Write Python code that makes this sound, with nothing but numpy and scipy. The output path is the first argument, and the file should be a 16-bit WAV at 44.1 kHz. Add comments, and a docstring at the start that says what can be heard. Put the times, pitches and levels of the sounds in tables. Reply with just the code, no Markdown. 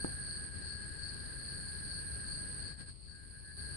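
"""Night insects by a brick wall. From the start, wing strokes excite resonances: high buzzes swell and
break off on the right, and a cricket chorus surges on the left, while a camera's small motor whirs over
a low rumble. A bump at once sets the camera body ringing; then a faint cricket begins to chirp.
Near 0.5 s the level dips briefly. From 2.7 s it sinks for most of a second, during which
the motor rests and then runs more steadily."""
import sys
import numpy as np
from scipy import signal
from scipy.fft import rfft, irfft
from scipy.io import wavfile

SR = 44100
rng = np.random.default_rng(int(sys.argv[2]) if len(sys.argv) > 2 else 0)


def master_out(mix):
    """Clip the mix to full scale and print it as 16-bit PCM to the path in sys.argv[1]."""
    frames = np.transpose(np.atleast_2d(mix))
    ceiling = np.clip(frames, -1, 1)
    pcm = np.round(ceiling * 32767).astype(np.int16)
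    wavfile.write(sys.argv[1], SR, pcm)


N = 165816
T, HZ = np.arange(N) / SR, np.fft.rfftfreq(N, 1 / SR)


def buzzes():
    """Stridulation: wing strokes drive a high resonance in calls that swell and stop short."""
    # start t/s, end t/s, swell t/s, f/Hz, width/Hz, stroke rate/Hz, full level/dB, left-right/dB
    calls = [(-2, 0.2, .85, 9300, 120, 180, -49, -2.5), (-.53, 0.507, 0.53, 8830, 200, 103, -46.5, -10.5),
             (-0.5, 0.71, 0.76, 9680, 140, 114, -63, 1), (-0.9, .95, 1.4, 8650, 80, 104, -53, -4),
             (.5, 1.88, 1.34, 9660, 170, 118, -59, -5), (0.07, 2.2, 1.35, 9220, 340, 108, -49.5, -5.5),
             (1.36, 2.62, 0.84, 8830, 175, 103, -46.5, -4.5), (1.84, 2.75, 0.45, 9740, 170, 140, -65, -3),
             (2.5, 4, 0.85, 9230, 200, 108, -49.5, -6), (3, 4, 0.27, 9710, 160, 114, -55.5, -15)]
    swell_db, edge_s = 20.5, 0.057
    out = np.zeros((2, N))
    for start, end, swell, hz, width, rate, db, side in calls:
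        grown = np.clip((T - start) / swell, 0, 1)
        gate = np.clip(np.minimum(T - start, end - T) / edge_s + .5, 0, 1)
        wings = rasp(hz, width, rate, rough=0.53, jitter=0.0019, depth=0.28, steep=2.8)
        out += pan(side) * gate * amp(db - swell_db * (1 - grown)) * wings
    return out


def trills():
    """Forced vibration: unbroken wing strokes sustain a resonance at a steady level."""
    # f/Hz, width/Hz, stroke rate/Hz, level/dB, left-right/dB
    insects = [(8584, 180, 104, -54, -5), (8440, 150, 76, -65, -15)]
    return sum(pan(side) * amp(db) * rasp(hz, width, rate, rough=0.44, jitter=0.00168, depth=0.28, steep=5.6)
               for hz, width, rate, db, side in insects)


def chorus():
    """Incoherent superposition: many crickets blur into a band; a nearer group surges in step."""
    # surge peaks: t/s, level/dB
    surges = [(.05, -48.5), (0.321, -44.5), (.71, -45), (1.076, -43), (1.37, -60), (1.504, -47),
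              (1.665, -54), (1.931, -45.5), (2.34, -45.5), (2.5, -65), (2.682, -46.5), (3.111, -45.5),
              (3.568, -48), (3.74, -54)]
    # resonances of the nearest crickets: f/Hz, relative level/dB
    resonances = [(4439, -7), (4563, -8), (4694, -14)]
    surge_sigma_s = 0.055
    flutter = amp(-53.5 + 1.5 * drift(40))
    crowd = flutter * ring(noise(), hz=4421, width_hz=500, steep=5.83)
    swell = sum(amp(db) * np.exp(-.5 * ((T - s) / surge_sigma_s) ** 2) for s, db in surges)
    near = rasp(hz=4462, width_hz=360, rate_hz=30.1, rough=1, jitter=0.203, depth=0.33, steep=4.4)
    notes = sum(amp(db) * ring(noise(), hz, width_hz=31, steep=3.25) for hz, db in resonances)
    return pan(8.5) * (crowd + swell * (amp(-2.5) * near + notes))


def chirps():
    """Amplitude modulation: one faint cricket gates its pulsed resonance into short chirps."""
    # chirp onsets: t/s, level/dB
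    onsets = [(.29, -72), (.8, -73), (1.55, -68), (2.25, -68), (3.08, -70)]
    length_s, edge_s = .2, 0.026
    level = sum(amp(db) * np.clip(np.minimum(T - s, s + length_s - T) / edge_s, 0, 1) for s, db in onsets)
    wings = rasp(hz=7383, width_hz=150, rate_hz=61.4, rough=1, jitter=.02, depth=0.45, steep=3.9)
    return pan(3.2) * level * wings


def motor():
    """Rotation gives a tone with sidebands; unsteady running trades these for whines and rattle."""
    # course of the whir: t/s, relative level/dB, f/Hz, unsteadiness (0 is steady)
    course = [(0, 1, 1635, 1), (2.7, -0.5, 1635, 1), (2.895, -3, 1625, 0.77), (2.93, -33, 1625, 0.4),
              (3.05, -25, 1625, 0.34), (3.085, -1, 1625, 0.4), (3.17, 4, 1622, 0.31),
              (3.285, -2, 1610, 0.62), (3.37, 3.5, 1632, 0.32), (3.42, -4, 1655, .3), (3.46, 4, 1663, .1),
              (3.515, 7.5, 1663, 0.07), (3.55, -4, 1655, 0.64), (3.61, 0, 1635, 1.05)]
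    # sidebands: offset/turn rate, relative level/dB
    offsets = [(-1.2, -5), (1, -6), (2.6, -21)]
    # weaker partials of constant pitch: f/Hz, relative level/dB
    partials = [(1260, -23), (1416, -21.5), (1486, -19), (1537, -15), (1561, -10), (1611, -10), (1737, -16),
                (1759, -15.5), (1927, -22)]
    turn_hz, wander_hz = 97.2, 14.42
    times, *columns = np.transpose(course)
    db, hz, unsteady = (np.interp(T, times, column) for column in columns)
    unsteady = np.clip(unsteady, 0, 1)
    pitch = hz + wander_hz * unsteady * drift(22.25)
    sidebands = sum(amp(level) * tone(pitch + k * turn_hz, unsteady) for k, level in offsets)
    whines = sum(amp(level) * tone(f, unsteady) for f, level in partials)
    rattle = rasp(hz=1657, width_hz=110, rate_hz=turn_hz, rough=0.98, jitter=.004, depth=.5, steep=1.75)
    whir = tone(pitch, unsteady) + (1 - unsteady) * sidebands
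    whir += np.sqrt(unsteady) * (whines + amp(-3.5) * rattle)
    return pan(14) * amp(-55.5 + db) * whir


def bump():
    """Impulse response: a knock excites damped modes of the camera body, with a short rustle."""
    # body modes: f/Hz, level/dB, 60 dB decay t/s
    modes = [(195, -30, 0.046), (280, -20.5, 0.024), (826, -26, 0.016), (1200, -30, 0.014),
             (2680, -35.5, 0.0044)]
    onset_s, attack_s, rustle_s = .0452, 0.00049, 0.039
    t = np.maximum(T - onset_s, 0)
    lag_rad = np.array([[0], [1.72]])
    knock = sum(amp(db - 60 * t / t60) * np.sin(2 * np.pi * hz * t - lag_rad) for hz, db, t60 in modes)
    knock *= 1 - np.exp(-(t / attack_s) ** 2)
    rustle = ring(noise(), hz=210, width_hz=240, steep=1.63) * (t > 0) * np.exp(-t / rustle_s)
    return pan(-0.29) * knock + amp(-42.5) * rustle


def faint_ticks():
    """Transients: two very faint, short ticks of broadband noise near 0.5 s and 2.9 s."""
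    # tick peaks: t/s, level/dB
    ticks = [(.483, -79), (2.897, -68)]
    sigma_s = 0.011
    level = sum(amp(db) * np.exp(-.5 * ((T - s) / sigma_s) ** 2) for s, db in ticks)
    return level * ring(noise(), hz=3000, width_hz=5000, steep=1.4)


def air():
    """Partial coherence: the two ears share only part of an uneven low rumble and hiss."""
    # spectral density: f/Hz, relative level/dB
    spectrum = [(20, -12.5), (38, -2.5), (65, 4), (130, -3), (250, -16), (420, -20), (700, -27),
                (1300, -27), (2500, -28.5), (3600, -33.5), (5200, -29.5), (6200, -75.5), (11000, -73)]
    # balance: f/Hz, left-right/dB
    balance = [(60, 7), (110, 7.0), (190, 15), (330, 17), (590, 12.5), (1050, 7.5), (1850, 1.5),
               (3280, 9.5), (5810, 15), (10300, -1)]
    # likeness of the ears: f/Hz, correlation
    likeness = [(30, 0.14), (80, 0.48), (160, 0.18), (300, -0.29), (600, -0.055), (1200, -0.08),
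                (4000, 0.086)]
    left, independent = rfft(noise())
    same, side_db = read(likeness), read(balance) / 2
    right = same * left + np.sqrt(1 - same ** 2) * independent
    ears = np.array([left * amp(side_db), right * amp(-side_db)])
    rumble = unit_rms(irfft(ears * amp(read(spectrum)), N))
    return rumble * amp(-46.5 + .5 * drift(12))


def far_insects():
    """Random phases: countless distant calls sum to a high haze of noise."""
    # spectral density: f/Hz, relative level/dB
    spectrum = [(20, -75), (6400, -60.5), (7100, -20), (7900, -13), (8500, 5.5), (9100, 4.5), (9800, -17),
                (10250, -18), (10700, -54)]
    haze = unit_rms(irfft(rfft(noise()) * amp(read(spectrum)), N))
    return amp(-54) * pan(-7) * haze


def rasp(hz, width_hz, rate_hz, rough, jitter, depth, steep):
    """Source and filter: pulses and scraping drive a resonance; rough is the scrape's share of power."""
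    strokes = np.cumsum(rate_hz * (1 + jitter * drift(24.9))) / SR + rng.random()
    strokes = strokes + rng.uniform(0, .2, (2, 1))  # each ear has its own path
    offset_samples = (strokes % 1 - .5) * SR / rate_hz
    pulses = np.sinc(offset_samples) * np.exp(-(offset_samples / 10) ** 2)
    clean = ring(scatter(pulses), hz, width_hz, steep)
    friction = np.exp(-depth * np.cos(2 * np.pi * strokes)) * noise()
    scrape = ring(friction, hz, width_hz, steep)
    return np.sqrt(1 - rough) * clean + np.sqrt(rough) * scrape


def tone(hz, unsteady):
    """Random modulation: a partial slips in phase, and flickers in level when the motor is unsteady."""
    cycles = np.cumsum(hz * np.ones(N)) / SR + rng.random()
    slip_rad, lag_rad = 0.65 * drift(14.7), np.array([[0], [1]])
    flicker_db = 1.46 * unsteady * drift(22)
    return np.sqrt(2) * amp(flicker_db) * np.sin(2 * np.pi * cycles + slip_rad - lag_rad)


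def scatter(x, decay_s=0.0075):
    """Diffuse reflection: wall and yard add a short spray of echoes, different for each ear."""
    t = T[:4096]
    tail = rng.standard_normal((2, len(t))) * np.exp(-t / decay_s)
    tail /= np.linalg.norm(tail[0])
    return x + amp(-0.5) * signal.fftconvolve(x, tail, axes=1)[:, :N]


def ring(x, hz, width_hz, steep):
    """Resonance: a band at unit rms whose skirts fall as detuning to the power -steep."""
    response = (1 + ((HZ - hz) / width_hz) ** 2) ** (-steep / 2)
    return unit_rms(irfft(rfft(x) * response, N))


def drift(hz):
    """Low-pass noise: slow random motion at unit rms."""
    return unit_rms(irfft(rfft(rng.standard_normal(N)) * np.exp(-(HZ / hz) ** 2), N))


def noise():
    """White noise, uncorrelated between the ears."""
    return rng.standard_normal((2, N))


def pan(db):
    """Interaural level difference at constant power; positive is left."""
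    return unit_rms(amp([[db / 2], [-db / 2]]))


def read(points):
    """Interpolation over the spectrum on a log-frequency axis."""
    f, value = np.transpose(points)
    return np.interp(np.log(HZ + 1), np.log(f + 1), value)


def amp(db):
    """Decibels to amplitude ratio."""
    return 10 ** (np.asarray(db) / 20)


def unit_rms(x):
    """Normalisation to unit power."""
    return x / np.sqrt(np.mean(x ** 2) + 1e-20)


def scene():
    """Linear superposition: the pressures of all sources add."""
    insects = buzzes() + trills() + chorus() + chirps()
    return insects + motor() + air() + far_insects() + bump() + faint_ticks()


def record(dry):
    """Time-varying attenuation: the level dips, the bass less so; a low-pass then limits the band."""
    # gain above the bass: t/s, level/dB
    dips = [(.47, -0.5), (.505, -5), (.545, -1), (2.0, 0), (2.71, 0), (2.765, -10), (2.805, 1),
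            (2.855, -8.5), (2.895, -2), (2.935, -10.5), (3.555, -8), (3.595, -1)]
    bass_hz, bass_dip_share, cutoff_hz = 110, 0.45, 10700
    dip_db = np.interp(T, *np.transpose(dips))
    bass = irfft(rfft(dry) / (1 + (HZ / bass_hz) ** 4), N)
    dipped = bass * amp(bass_dip_share * dip_db) + (dry - bass) * amp(dip_db)
    low_pass = signal.firwin(511, cutoff_hz, window=("kaiser", 9), fs=SR)
    return signal.oaconvolve(dipped, low_pass[None], "same")


dry = scene()
out = record(dry)
master_out(out)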